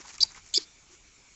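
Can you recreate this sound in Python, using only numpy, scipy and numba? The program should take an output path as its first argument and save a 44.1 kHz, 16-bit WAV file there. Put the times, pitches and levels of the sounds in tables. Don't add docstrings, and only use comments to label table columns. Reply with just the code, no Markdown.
import sys
import numpy as np
from scipy import signal
from scipy.fft import rfft, irfft
from scipy.io import wavfile
from scipy.ndimage import uniform_filter1d
from numba import njit

SR = 44100
rng = np.random.default_rng(int(sys.argv[2]) if len(sys.argv) > 2 else 0)


def undo_db(level):
    steps = np.asarray(level, float) / 20
    return 10 ** steps


def dump_mix(stems):
    frames = np.atleast_2d(stems).T
    limited = np.clip(frames, -1, 1)
    pcm = np.round(limited * 32767).astype(np.int16)
    wavfile.write(sys.argv[1], SR, pcm)


N = 59535

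# (time [s], level [dB], mouth pitch [Hz], mouth ring width [Hz], throat level [dB], nose level [dB])
FIRST_SQUEAL = [(0.205, -22.5, 3830, 700, -36, -9.5), (0.211, -26.5, 4750, 1100, -4.5, -12.5),
                (0.2183, -21.5, 4970, 900, -10.5, -13.5), (.222, -34.5, 4500, 900, -15, -5.5),
                (0.2265, -20.5, 5120, 1300, -25.5, -18.5), (0.2274, -13.5, 4990, 1000, -16, -14),
                (0.2324, -12.5, 4830, 600, -18.5, -16), (0.2337, -21.5, 4630, 550, -9, -12),
                (0.2374, -30.5, 4520, 800, -19.5, -3)]
SECOND_SQUEAL = [(0.5374, -18.5, 3980, 1016, 5, -7), (0.541, -28.5, 4360, 1000, 3, 3.5),
                 (0.55, -25, 4450, 1000, 1.5, -7), (0.556, -22, 4700, 950, -15, -10),
                 (0.56, -19.5, 4960, 1024, -13, -15), (.569, -26, 4970, 900, -10, -14),
                 (0.5727, -20.5, 4690, 1000, -25.5, -12), (0.5788, -11.5, 4790, 1000, -26, -27),
                 (0.5799, -28.5, 4400, 910, -8, -11)]
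# (time [s], pulse rate [Hz])
FIRST_PACE = [(.2048, 495), (.2149, 667), (.2179, 470), (.2264, 530), (.2283, 680), (.2356, 435)]
SECOND_PACE = [(.5382, 476), (.5403, 349), (.5489, 309), (.5586, 390), (.5714, 455), (.5736, 571),
               (.5771, 370)]
# (middle [s], half length [s], level [dB], pitch [Hz], width [Hz])
SOFT_SWELLS = [
    (.285, .03, -58, 3950, 700),
    (.935, .025, -58, 6400, 3000),
    (.59, 0.0099, -48, 3800, 1997),
    (.605, 0.017, -46.5, 4270, 3000),
    (.628, 0.018, -48.5, 4700, 2500),
    (0.678, 0.051, -64.5, 3580, 403),
]
# (time [s], level [dB], pitch [Hz],
# length [s])
STAMPS = [
    (.575, -30.5, 382.5, 0.015),
    (.589, -54.5, 320, 0.036),
    (.237, -46, 870, 0.016),
    (.195, -54.5, 330, 0.035),
    (0.32, -63, 295, 0.017),
    (.222, -53, 680, 0.013),
    (.6, -58, 301, 0.047),
    (.0005, -48, 376, 0.0089),
          (.895, -60, 350, .03),
    (.925, -56, 350, .035),
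]
# (middle [s], half length [s], level [dB], level of dull stalks [dB])
SWISHES = [(.008, 0.013, -49.5, 3), (0.052, 0.022, -53, 0.5), (.095, .025, -45.5, -3.5),
           (0.148, .018, -47, -3.5), (0.204, 0.019, -52, -3), (0.242, 0.021, -43, -7),
           (.31, .025, -54.5, 0.5), (0.37, 0.026, -50.5, 2.5), (0.48, 0.066, -56.5, -5),
           (0.587, 0.019, -46.5, -3.5), (0.621, 0.021, -49.5, -11.5), (0.936, 0.04, -60, 0)]
# (time [s], peak level [dB], pitch [Hz])
SNAPS = [(.0004, -49.5, 6500), (0.0126, -40.5, 5500), (.073, -43.5, 6800), (0.0903, -34, 6820),
         (.142, -41, 6960), (0.152, -46.5, 6820), (0.1804, -33.5, 6200), (0.2946, -47, 5500),
         (0.318, -37.5, 6270), (0.3458, -41, 6890), (0.4615, -42, 6810), (0.4747, -46, 6000),
         (0.48, -53, 5670), (0.4883, -43, 6940), (0.53, -40.5, 6900), (0.048, -44, 1050),
         (0.057, -46, 1000), (0.103, -40, 2300), (0.346, -42.5, 2000), (0.374, -46, 1250),
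         (0.18, -47.5, 1300), (.531, -44, 3800), (.183, -38.5, 2380), (.538, -39, 2300)]
# (frequency [Hz], level per Hz [dB])
GRASS_COLOUR = [(88, -41.5), (150, -5.5), (572, -10.5), (967, -1), (2290, -2), (3110, -9), (7020, 0),
                (7770, -9), (8600, -58.5), (11200, -84), (18900, -120)]
# (frequency [Hz], level per Hz [dB])
HISS_COLOUR = [(88, -28.5), (150, -8.5), (401, -5.5), (459, -9), (701, -9.5), (4220, -8.5), (4590, -9.5),
               (7260, -1.5), (8600, -21), (11200, -63), (18900, -120)]
# (pitch [Hz], width [Hz], level [dB])
CASE_RINGS = [(4300, 400, -17), (5750, 400, -16)]
# (time [s], level [dB])
RUMBLE = [(0.0, -64), (0.032, -57.5), (0.082, -71), (0.25, -54), (0.278, -61.5), (0.788, -66.5),
          (1.35, -68)]


def evened(x):
    return x / np.sqrt(np.mean(x ** 2) + 1e-20)


def along(curve, t):
    columns = np.transpose(curve)
    return [np.interp(t, columns[0], column) for column in columns[1:]]


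def colour(x, points):
    point_hz, point_db = np.transpose(points)
    hz = np.fft.rfftfreq(len(x), 1 / SR)
    db = np.interp(np.log(hz + 1), np.log(point_hz + 1), point_db)
    return evened(irfft(rfft(x) * undo_db(db), len(x)))


def add(mix, start_s, sound):
    part = mix[max(round(start_s * SR), 0):][:len(sound)]
    part += sound[:len(part)]


@njit
def smooth(x, pole):
    out, a, b, c = np.zeros_like(x), 0j, 0j, 0j
    for n in range(len(x)):
        a = pole[n] * a + (1 - pole[n]) * x[n]
        b = pole[n] * b + (1 - pole[n]) * a
        c = pole[n] * c + (1 - pole[n]) * b
        out[n] = c
    return out


def resonate(x, hz, width_hz):
    one = np.ones(len(x))
    turn = np.exp(2j * np.pi * np.cumsum(hz * one) / SR)
    pole = np.exp(-np.pi * np.clip(width_hz, 30, 8000) * one / SR)
    return 2 * (turn * smooth(x / turn, pole)).real


def squeal(pace, curve, throat_hz, nose_hz, rough, shut, first, palate_db):
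    start, end = pace[0][0], curve[-1][0]
    t = start + np.arange(2400) / SR
    db, mouth_hz, mouth_width, throat_db, nose_db = along(curve, t)
    times, rates = np.transpose(pace)
    rate_hz = rates[np.searchsorted(times, t, "right") - 1]
    turns = np.cumsum(rate_hz) / SR

    jitter, shimmer_db = .012, 1.5
    chance = rng.standard_normal((40, 2))
    pulse_s = np.interp(np.arange(40) + jitter * abs(chance[:, 0]), turns, t)
    clicks = np.sinc((t - pulse_s[:, None]) * SR / 2) / 2
    pulses = undo_db(shimmer_db * chance[:, 1]) @ clicks * np.sqrt(SR / rate_hz)

    puffs = (0.1 + np.exp(-(turns % 1) / .3)) * rng.standard_normal(len(t))
    drive = ((1 - rough) * pulses + rough * puffs) * undo_db(db) * (t < end)
    drive = drive * np.minimum(first + (t - start) / .0025, 1)

    throat_hz = throat_hz * (1 - (1 - shut) * np.exp(-(t - start) / 0.0085))
    late_drive = np.roll(drive, 45)
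    nose_width = 650
    rings = [(drive, 0, mouth_hz, mouth_width),
             (late_drive, throat_db, throat_hz, 500),
             (drive, nose_db, nose_hz, nose_width),
             (drive, nose_db + palate_db, 7450, nose_width),
             (drive, -30, 2300, 290)]
    voice, sign = 0, 1
    for push, ring_db, hz, width_hz in rings:
        voice = voice + sign * resonate(push * undo_db(ring_db), hz, width_hz) * np.sqrt(SR / width_hz)
        sign = -sign
    return start, voice


def soft_swells():
    now, out = np.arange(N) / SR, np.zeros(N)
    for middle, half, db, hz, width_hz in SOFT_SWELLS:
        swell = np.exp(-((now - middle) / half) ** 2)
        out += undo_db(db) * swell * evened(resonate(rng.standard_normal(N), hz, width_hz))
    return out


def stamps():
    out = np.zeros(N)
    for start, db, hz, length in STAMPS:
        t = np.arange(0, length, 1 / SR)
        drift = evened(uniform_filter1d(rng.standard_normal(6000), 200))[:len(t)]
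        tone = np.sin(2 * np.pi * np.cumsum(hz * (1 + 0.05 * drift)) / SR)
        swell = np.sin(np.pi * (t / length) ** .7)
        add(out, start, undo_db(db) * swell * tone)
    return out


def grass():
    blades_per_s, blade_spread_db, blade_share = 2500, 3, .5
    noise = rng.standard_normal((3, N))
    strength = undo_db(blade_spread_db * np.minimum(rng.exponential(1, N), 4))
    hits = strength * (rng.random(N) < blades_per_s / SR)
    blades = signal.lfilter([1], [1, -.93], hits) * noise[0]
    brush = colour(blade_share * evened(blades) + (1 - blade_share) * noise[1], GRASS_COLOUR)
    dull = signal.sosfiltfilt(signal.butter(2, 3000, fs=SR, output="sos"), brush)
    bright = brush - dull

    now, out = np.arange(N) / SR, np.zeros(N)
    for middle, half, db, dull_db in SWISHES:
        swell = np.exp(-((now - middle) / half) ** 2)
        out += undo_db(db) * swell * (bright + undo_db(dull_db) * dull)

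    t = np.arange(900) / SR
    for start, db, hz in SNAPS:
        t60 = 0.01 * np.sqrt(6000 / hz)
        crack = rng.standard_normal(900) * np.minimum(t / 0.0017, 1) * undo_db(-60 * t / t60)
        ring = resonate(crack, hz, hz * .45)
        add(out, start, undo_db(db - 0.5) * ring / abs(ring).max())
    return out


def yard(x):
    t = np.arange(SR // 2) / SR
    taps = rng.choice([-1., 1.], (3, len(t))) * (rng.random((3, len(t))) < .06) * (t > .001)
    layers = [(-16, undo_db(-60 * t / .05)),
              (-38, np.exp(-((t - .056) / .016) ** 2)),
              (-31, undo_db(-60 * t / .3))]
    tail = np.zeros(len(t))
    for (db, shape), bounces in zip(layers, taps):
        echo = bounces * shape
        tail += undo_db(db) * echo / np.linalg.norm(echo)
    return x + signal.fftconvolve(x, tail)[:N]


def microphone():
    noise = rng.standard_normal((3, N))
    hiss = colour(noise[0], HISS_COLOUR)
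    hiss = hiss + undo_db(-9) * evened(resonate(noise[1], 2300, 500))
    for hz, width_hz, db in CASE_RINGS:
        hiss = hiss + undo_db(db) * evened(resonate(noise[1], hz, width_hz))

    z = signal.stft(hiss, nperseg=512)[2]
    patches = uniform_filter1d(rng.standard_normal(z.shape), size=5, axis=0)
    patches = evened(uniform_filter1d(patches, size=10, axis=1))
    hiss = signal.istft(z * undo_db(2.2 * patches), nperseg=512)[1][:N]

    rumble_hz = 75.6
    band = signal.butter(1, [rumble_hz / 4, rumble_hz], "band", fs=SR, output="sos")
    low = evened(signal.sosfilt(band, signal.lfilter([1], [1, -.98], noise[2])))
    rumble_db = along(RUMBLE, np.arange(N) / SR)[0]
    return undo_db(-60) * hiss + undo_db(rumble_db) * low


def scene():
    calls = stamps()
    add(calls, *squeal(FIRST_PACE, FIRST_SQUEAL, throat_hz=3980, nose_hz=6280,
                       rough=.1, shut=.97, first=.9, palate_db=-11))
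    add(calls, *squeal(SECOND_PACE, SECOND_SQUEAL, throat_hz=3557, nose_hz=6720,
                       rough=.28, shut=.88, first=.3, palate_db=-3))
    return (yard(calls) + grass() + microphone() + soft_swells())[None]


def top_cut(x):
    return signal.sosfilt(signal.butter(12, 8920, fs=SR, output="sos"), x)


def record(dry):
    low_pass = signal.firwin(201, 7896, window=("kaiser", 8.5), fs=SR)
    mix = signal.oaconvolve(dry, low_pass[None], "same")
    return top_cut(mix)


dry = scene()
out = record(dry)
dump_mix(out)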